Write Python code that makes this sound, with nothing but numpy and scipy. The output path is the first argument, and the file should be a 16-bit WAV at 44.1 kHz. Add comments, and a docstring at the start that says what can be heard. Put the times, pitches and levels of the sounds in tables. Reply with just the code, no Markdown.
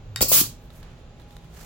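"""Machines hum quietly in a small metal workshop as an air hose coupling is released.
Its steel sleeve clicks and rings; air spurts, leaks past the barely open seal, then blasts out.
Each sudden change of flow gives a pop of pressure, and the room answers.
Then work clothes swish and the hose ticks as someone steps along a steel frame."""
import sys
import numpy as np
from scipy import signal
from scipy.fft import rfft, irfft, next_fast_len
from scipy.io import wavfile
from scipy.ndimage import map_coordinates

SR = 44100
rng = np.random.default_rng(int(sys.argv[2]) if len(sys.argv) > 2 else 0)


def inscribe(sig):
    """Save sig as 16-bit PCM at rate SR to the path in sys.argv[1].

    A 1-D sig is mono; a 2-D sig holds one channel per row.
    Samples are clipped to [-1, 1] before scaling.
    """
    pcm = np.round(np.clip(np.atleast_2d(sig).T, -1, 1) * 32767)
    wavfile.write(sys.argv[1], SR, pcm.astype(np.int16))


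N = 72765
T = np.arange(N) / SR
TOP_HZ = 15850


def amp(db):
    """Decibels to gain."""
    return 10 ** (np.asarray(db) / 20)


def unit_rms(x):
    """x scaled to rms 1."""
    return x / np.sqrt(np.mean(x ** 2) + 1e-20)


def curve_at(points, hz):
    """A curve of (freq_hz, value) points, read on a log frequency axis."""
    freqs, values = np.transpose(points)
    return np.interp(np.log(hz + 1), np.log(freqs + 1), values)


def wobble(rate_hz):
    """Smooth random modulation with rate_hz knots a second."""
    knots = rng.standard_normal(int(N * rate_hz / SR) + 4)
    return map_coordinates(knots, [T * rate_hz])


def filtered(x, response):
    """x through an EQ whose gain is response(hz)."""
    size = next_fast_len(N + SR // 2)
    hz = np.fft.rfftfreq(size, 1 / SR)
    return irfft(rfft(x, size) * response(hz), size)[..., :N]


def pan(db):
    """Stereo gains that put the left channel db above the right."""
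    return amp(np.array([[.5], [-.5]]) * db)


def mid_side_gains(correlation, hz):
    """Mid and side gains that give a left-right correlation curve."""
    angle = np.arccos(np.clip(curve_at(correlation, hz), -1, 1)) / 2
    return np.array([np.cos(angle), np.sin(angle)])


def noise(spectrum, correlation, tilt_db=0):
    """Coloured stereo noise of rms 1; the tilt lifts the top treble against the mids."""
    def colour(hz):
        shelf_db = tilt_db * curve_at([(3000, -1), (13000, 1)], hz) / 2
        return amp(curve_at(spectrum, hz) + shelf_db) * (hz < TOP_HZ) * mid_side_gains(correlation, hz)
    mid, side = filtered(rng.standard_normal((2, N)), colour)
    return unit_rms(np.array([mid + side, mid - side]))


def struck(start_s, t60_s):
    """Envelope with an instant attack and an exponential decay."""
    return (T >= start_s) * np.exp(-np.log(1000) * np.maximum(T - start_s, 0) / t60_s)


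# Stereo image in the room, mono bass to wide treble: freq_hz, correlation
ROOM_IMAGE = [(60, 1), (500, 0.78), (1500, 0.33), (4000, 0.11), (12000, 0)]
# Reverb time of the workshop: freq_hz, t60_s
ROOM_DECAY = [(100, .4), (500, 0.27), (2000, 0.26), (6000, 0.26), (10000, 0.2), (15000, 0.168)]
WALL_DELAY_S = 0.0049


def room(x, wet_db):
    """x plus the small room's reverb, which fades in after a short pre-delay."""
    hz, age_s, grains = signal.stft(rng.standard_normal((2, SR // 2)), SR, nperseg=256)
    mid, side = mid_side_gains(ROOM_IMAGE, hz)[..., None] * grains
    decay = np.exp(-np.log(1000) * age_s / curve_at(ROOM_DECAY, hz)[:, None])
    tail = signal.istft(np.array([mid + side, mid - side]) * decay, SR, nperseg=256)[1]
    tail *= np.clip(np.arange(tail.shape[1]) / SR / WALL_DELAY_S - 1, 0, 1)
    wet = signal.fftconvolve(x, tail / np.linalg.norm(tail[0]), axes=1)[:, :N]
    return x + amp(wet_db) * wet


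# Rumbling room tone: freq_hz, density_db
RUMBLE_SPECTRUM = [(15, -36), (25, 3.5), (133, -6), (290, -19), (360, -16), (668, -20.5), (829, -24.5),
                   (923, -25), (1760, -30.5), (2020, -33), (2430, -30.5), (3740, -33), (5920, -42),
                   (6770, -37), (8400, -53), (10400, -53.5), (15600, -64.5)]
# Tones of the machine hum: pitch_hz, level_db
HUM_TONES = [(121, -55.5), (161.5, -57), (242.2, -61.5), (823.6, -69)]
# Fader moves of the low drone: time_s, level_db
DRONE_ENVELOPE = [(0, -56), (.1, -40), (.3, -44.5), (.48, -40), (.54, -62), (.7, -79)]
RUMBLE_DB, DRONE_HZ, DRONE_WIDTH_HZ = -45, 112.25, 15.5


def workshop():
    """The bed: rumble, wavering machine hum and a low drone that dies away."""
    hum = np.zeros(N)
    for pitch_hz, level_db in HUM_TONES:
        peak = np.sqrt(2) * amp(level_db + 2.3 * wobble(6.06))
        hum += peak * np.sin(2 * np.pi * pitch_hz * T + 0.55 * wobble(5.8))
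    drone_hz = DRONE_HZ + DRONE_WIDTH_HZ / 2 * wobble(19.9)
    drone_db = np.interp(T, *np.transpose(DRONE_ENVELOPE)) + 1.5 * wobble(25)
    drone = amp(drone_db) * unit_rms(np.sin(2 * np.pi * np.cumsum(drone_hz) / SR))
    rumble = amp(RUMBLE_DB) * noise(RUMBLE_SPECTRUM, ROOM_IMAGE)
    return (rumble + hum + drone) * pan(db=-1.5)


# The sleeve snaps and seats: start_s, level_db
SLEEVE_CLICKS = [(0.1601, -21), (.1606, -17), (0.2081, -15)]
# Colour of the click's transient: freq_hz, density_db
SNAP_SPECTRUM = [(410, -47.5), (700, -12), (1430, 0), (2770, -6.5), (3160, -8), (3640, 0.5), (4040, -13),
                 (4600, -0.5), (5970, -14.5), (7440, 1), (8810, -20.5), (11100, -7), (15600, -32)]
# Ringing modes of the steel: pitch_hz, relative_db, t60_s
SLEEVE_MODES = [(1368, -9.5, .085), (1890, -5, 0.081), (2690, -8.5, 0.045), (3774, 0, 0.15),
                (4447, -8, 0.2), (4650, -16, .09), (5518, -9, .15), (6449, -16.5, .13), (7580, -16.5, .06)]
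SNAP_T60_S, RING_DB = .012, -17


def sleeve_clicks():
    """Each hit is a sharp snap of noise and the short ring of the steel sleeve."""
    out = np.zeros((2, N))
    for start_s, level_db in SLEEVE_CLICKS:
        ring = np.zeros((2, N))
        for pitch_hz, relative_db, t60_s in SLEEVE_MODES:
            gain = amp(relative_db + rng.normal(0, 1.534))
            phase = 2 * np.pi * pitch_hz * (T - start_s) + rng.normal(0, 0.55, (2, 1))
            ring += gain * struck(start_s, t60_s) * np.sin(phase)
        snap = noise(SNAP_SPECTRUM, ROOM_IMAGE) * struck(start_s, SNAP_T60_S)
        out += amp(level_db) * (snap + amp(RING_DB) * ring)
    return room(out, wet_db=-7) * pan(db=-1.5)


# Spurt, leak and blast: start_s, length_s, level_db, sag_db_per_s, tilt_db, pan_db
AIR_JETS = [(.2115, 0.018, -13, -33, 2, 1), (0.281, .034, -19.5, -61.5, 8, 1.5),
            (0.3153, 0.099, -13, -40, 1.5, 0.5)]
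# Thin hiss through the barely open seal: freq_hz, density_db
SEAL_SPECTRUM = [(530, -55), (900, -23), (1040, -11), (1580, -26.5), (2000, -30), (2180, -15.5),
                 (2260, -14.5), (2760, -11.5), (3000, -20), (3310, -9.5), (3510, -24.5), (3720, -17.5),
                 (4450, -1.5), (6770, -9), (7270, 2), (7900, -7), (9010, -11), (12700, -5.5), (15600, -0.5)]
# Full-bodied rush through the open coupling: freq_hz, density_db
BLAST_SPECTRUM = [(88, -39), (150, -5), (201, -24), (290, -10.5), (367, -20.5), (724, -23), (798, -21),
                  (1030, -15.5), (1250, -16), (1880, -18.5), (1990, -17), (3050, -9.5), (3560, -10),
                  (7310, -5), (9410, -10.5), (10200, -5.5), (15600, -1.5)]
# Stereo image of the hiss: freq_hz, correlation
JET_IMAGE = [(100, 0.93), (700, .8), (2400, 0.61), (4400, 0.069), (8100, -0.67), (15000, -.1)]
# Spectral panning on top of each jet's own pan: freq_hz, pan_db
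JET_SPECTRAL_PAN = [(60, -6), (92, -7.5), (140, -5), (210, -4.5), (330, -6), (500, -6.5), (770, -5.5),
                    (1170, -1.5), (1790, -5), (2740, 1), (4190, -5), (6410, -1), (9810, -8), (15000, 4.5)]
OPEN_S, SHUT_S, FLUTTER_DB = 0.0032, 0.0041, -0.2


def air_jets():
    """Jets of air open fast, sag as the pressure falls and shut; the last has the full opening."""
    out = np.zeros((2, N))
    spectra = [SEAL_SPECTRUM, SEAL_SPECTRUM, BLAST_SPECTRUM]
    for (start_s, length_s, level_db, sag_db_per_s, tilt_db, pan_db), spectrum in zip(AIR_JETS, spectra):
        age_s = np.maximum(T - start_s, 0)
        attack = 1 - np.exp(-age_s / OPEN_S)
        release = np.exp(-np.maximum(age_s - length_s, 0) / SHUT_S)
        gain = amp(level_db + sag_db_per_s * np.minimum(age_s, length_s) + FLUTTER_DB * wobble(150))
        out += attack * release * gain * pan(pan_db) * noise(spectrum, JET_IMAGE, tilt_db)
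    return filtered(room(out, wet_db=-6), lambda hz: pan(curve_at(JET_SPECTRAL_PAN, hz)))


# Punch under the hiss: centre_s, level_db, pitch_hz, pan_db
PRESSURE_POPS = [(.212, -14, 549, -4.5), (.2168, -24, 170.6, 7), (.2212, -22.5, 70, 5),
                 (.2275, -14.5, 400, -4), (.3174, -17, 634, -4.5), (.3192, -14.5, 542, -4),
                 (.4162, -19, 239, -2)]


def pressure_pops():
    """A sudden change of flow gives one push of pressure with a dip on either side."""
    out = np.zeros((2, N))
    for centre_s, level_db, pitch_hz, pan_db in PRESSURE_POPS:
        offset_squared = (np.pi * pitch_hz * (T - centre_s)) ** 2
        pulse = (1 - 2 * offset_squared) * np.exp(-offset_squared)
        out += amp(level_db) * pan(pan_db) * pulse
    return room(out, wet_db=-10.5)


# Moves of the work clothes: centre_s, half_width_s, level_db, tilt_db
CLOTH_SWISHES = [(.65, 0.037, -68.5, 17), (.77, 0.032, -57.5, 11), (.88, 0.086, -57.5, -17.5),
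                 (1.0, .02, -66.5, -7), (1.215, .03, -65.5, -4), (1.335, 0.043, -63, 1),
                 (1.46, .04, -63, -4.5), (1.585, .04, -50, -2), (1.65, .04, -48, 1.5)]
# Colour of rubbing fabric: freq_hz, density_db
CLOTH_SPECTRUM = [(200, 2), (600, 5.5), (1500, 3), (3500, -2), (7000, -0.5), (10000, -5), (12000, -4),
                  (15000, -5)]


def cloth_swishes():
    """Heavy cloth rubs in soft, slightly grainy swells."""
    out = np.zeros((2, N))
    for centre_s, half_width_s, level_db, tilt_db in CLOTH_SWISHES:
        swell = np.exp(-((T - centre_s) / half_width_s) ** 2 / 2)
        out += amp(level_db) * swell * noise(CLOTH_SPECTRUM, ROOM_IMAGE, tilt_db)
    grain = amp(1.5 * wobble(120))
    return out * grain * pan(db=-3.0)


# Light knocks of the hose: start_s, level_db, t60_s
HOSE_TICKS = [(0.7033, -47, .03), (.829, -43.5, .035), (1.198, -50.5, .05), (1.218, -54, .03),
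              (1.307, -48.5, 0.027), (1.326, -54.5, 0.027), (1.3671, -38, 0.011), (1.444, -49.5, .02)]
# Colour of a knock: freq_hz, density_db
TICK_SPECTRUM = [(300, 0), (900, 0), (1800, -0.5), (2700, -9.5), (3800, 3.5), (5000, -7.5), (8000, -15.5),
                 (15000, -15)]


def hose_ticks():
    """The carried hose taps lightly, each tap a tight burst of noise."""
    envelope = sum(amp(level_db) * struck(start_s, t60_s) for start_s, level_db, t60_s in HOSE_TICKS)
    return room(envelope * noise(TICK_SPECTRUM, ROOM_IMAGE), wet_db=-9) * pan(db=-3.0)


def scene():
    """The stereo mix: the coupling up front, small movements and the workshop bed behind."""
    return air_jets() + pressure_pops() + sleeve_clicks() + hose_ticks() + cloth_swishes() + workshop()


def record(dry):
    """A brick-wall low-pass on the whole mix."""
    return filtered(dry, lambda hz: hz < TOP_HZ)


dry = scene()
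out = record(dry)
inscribe(out)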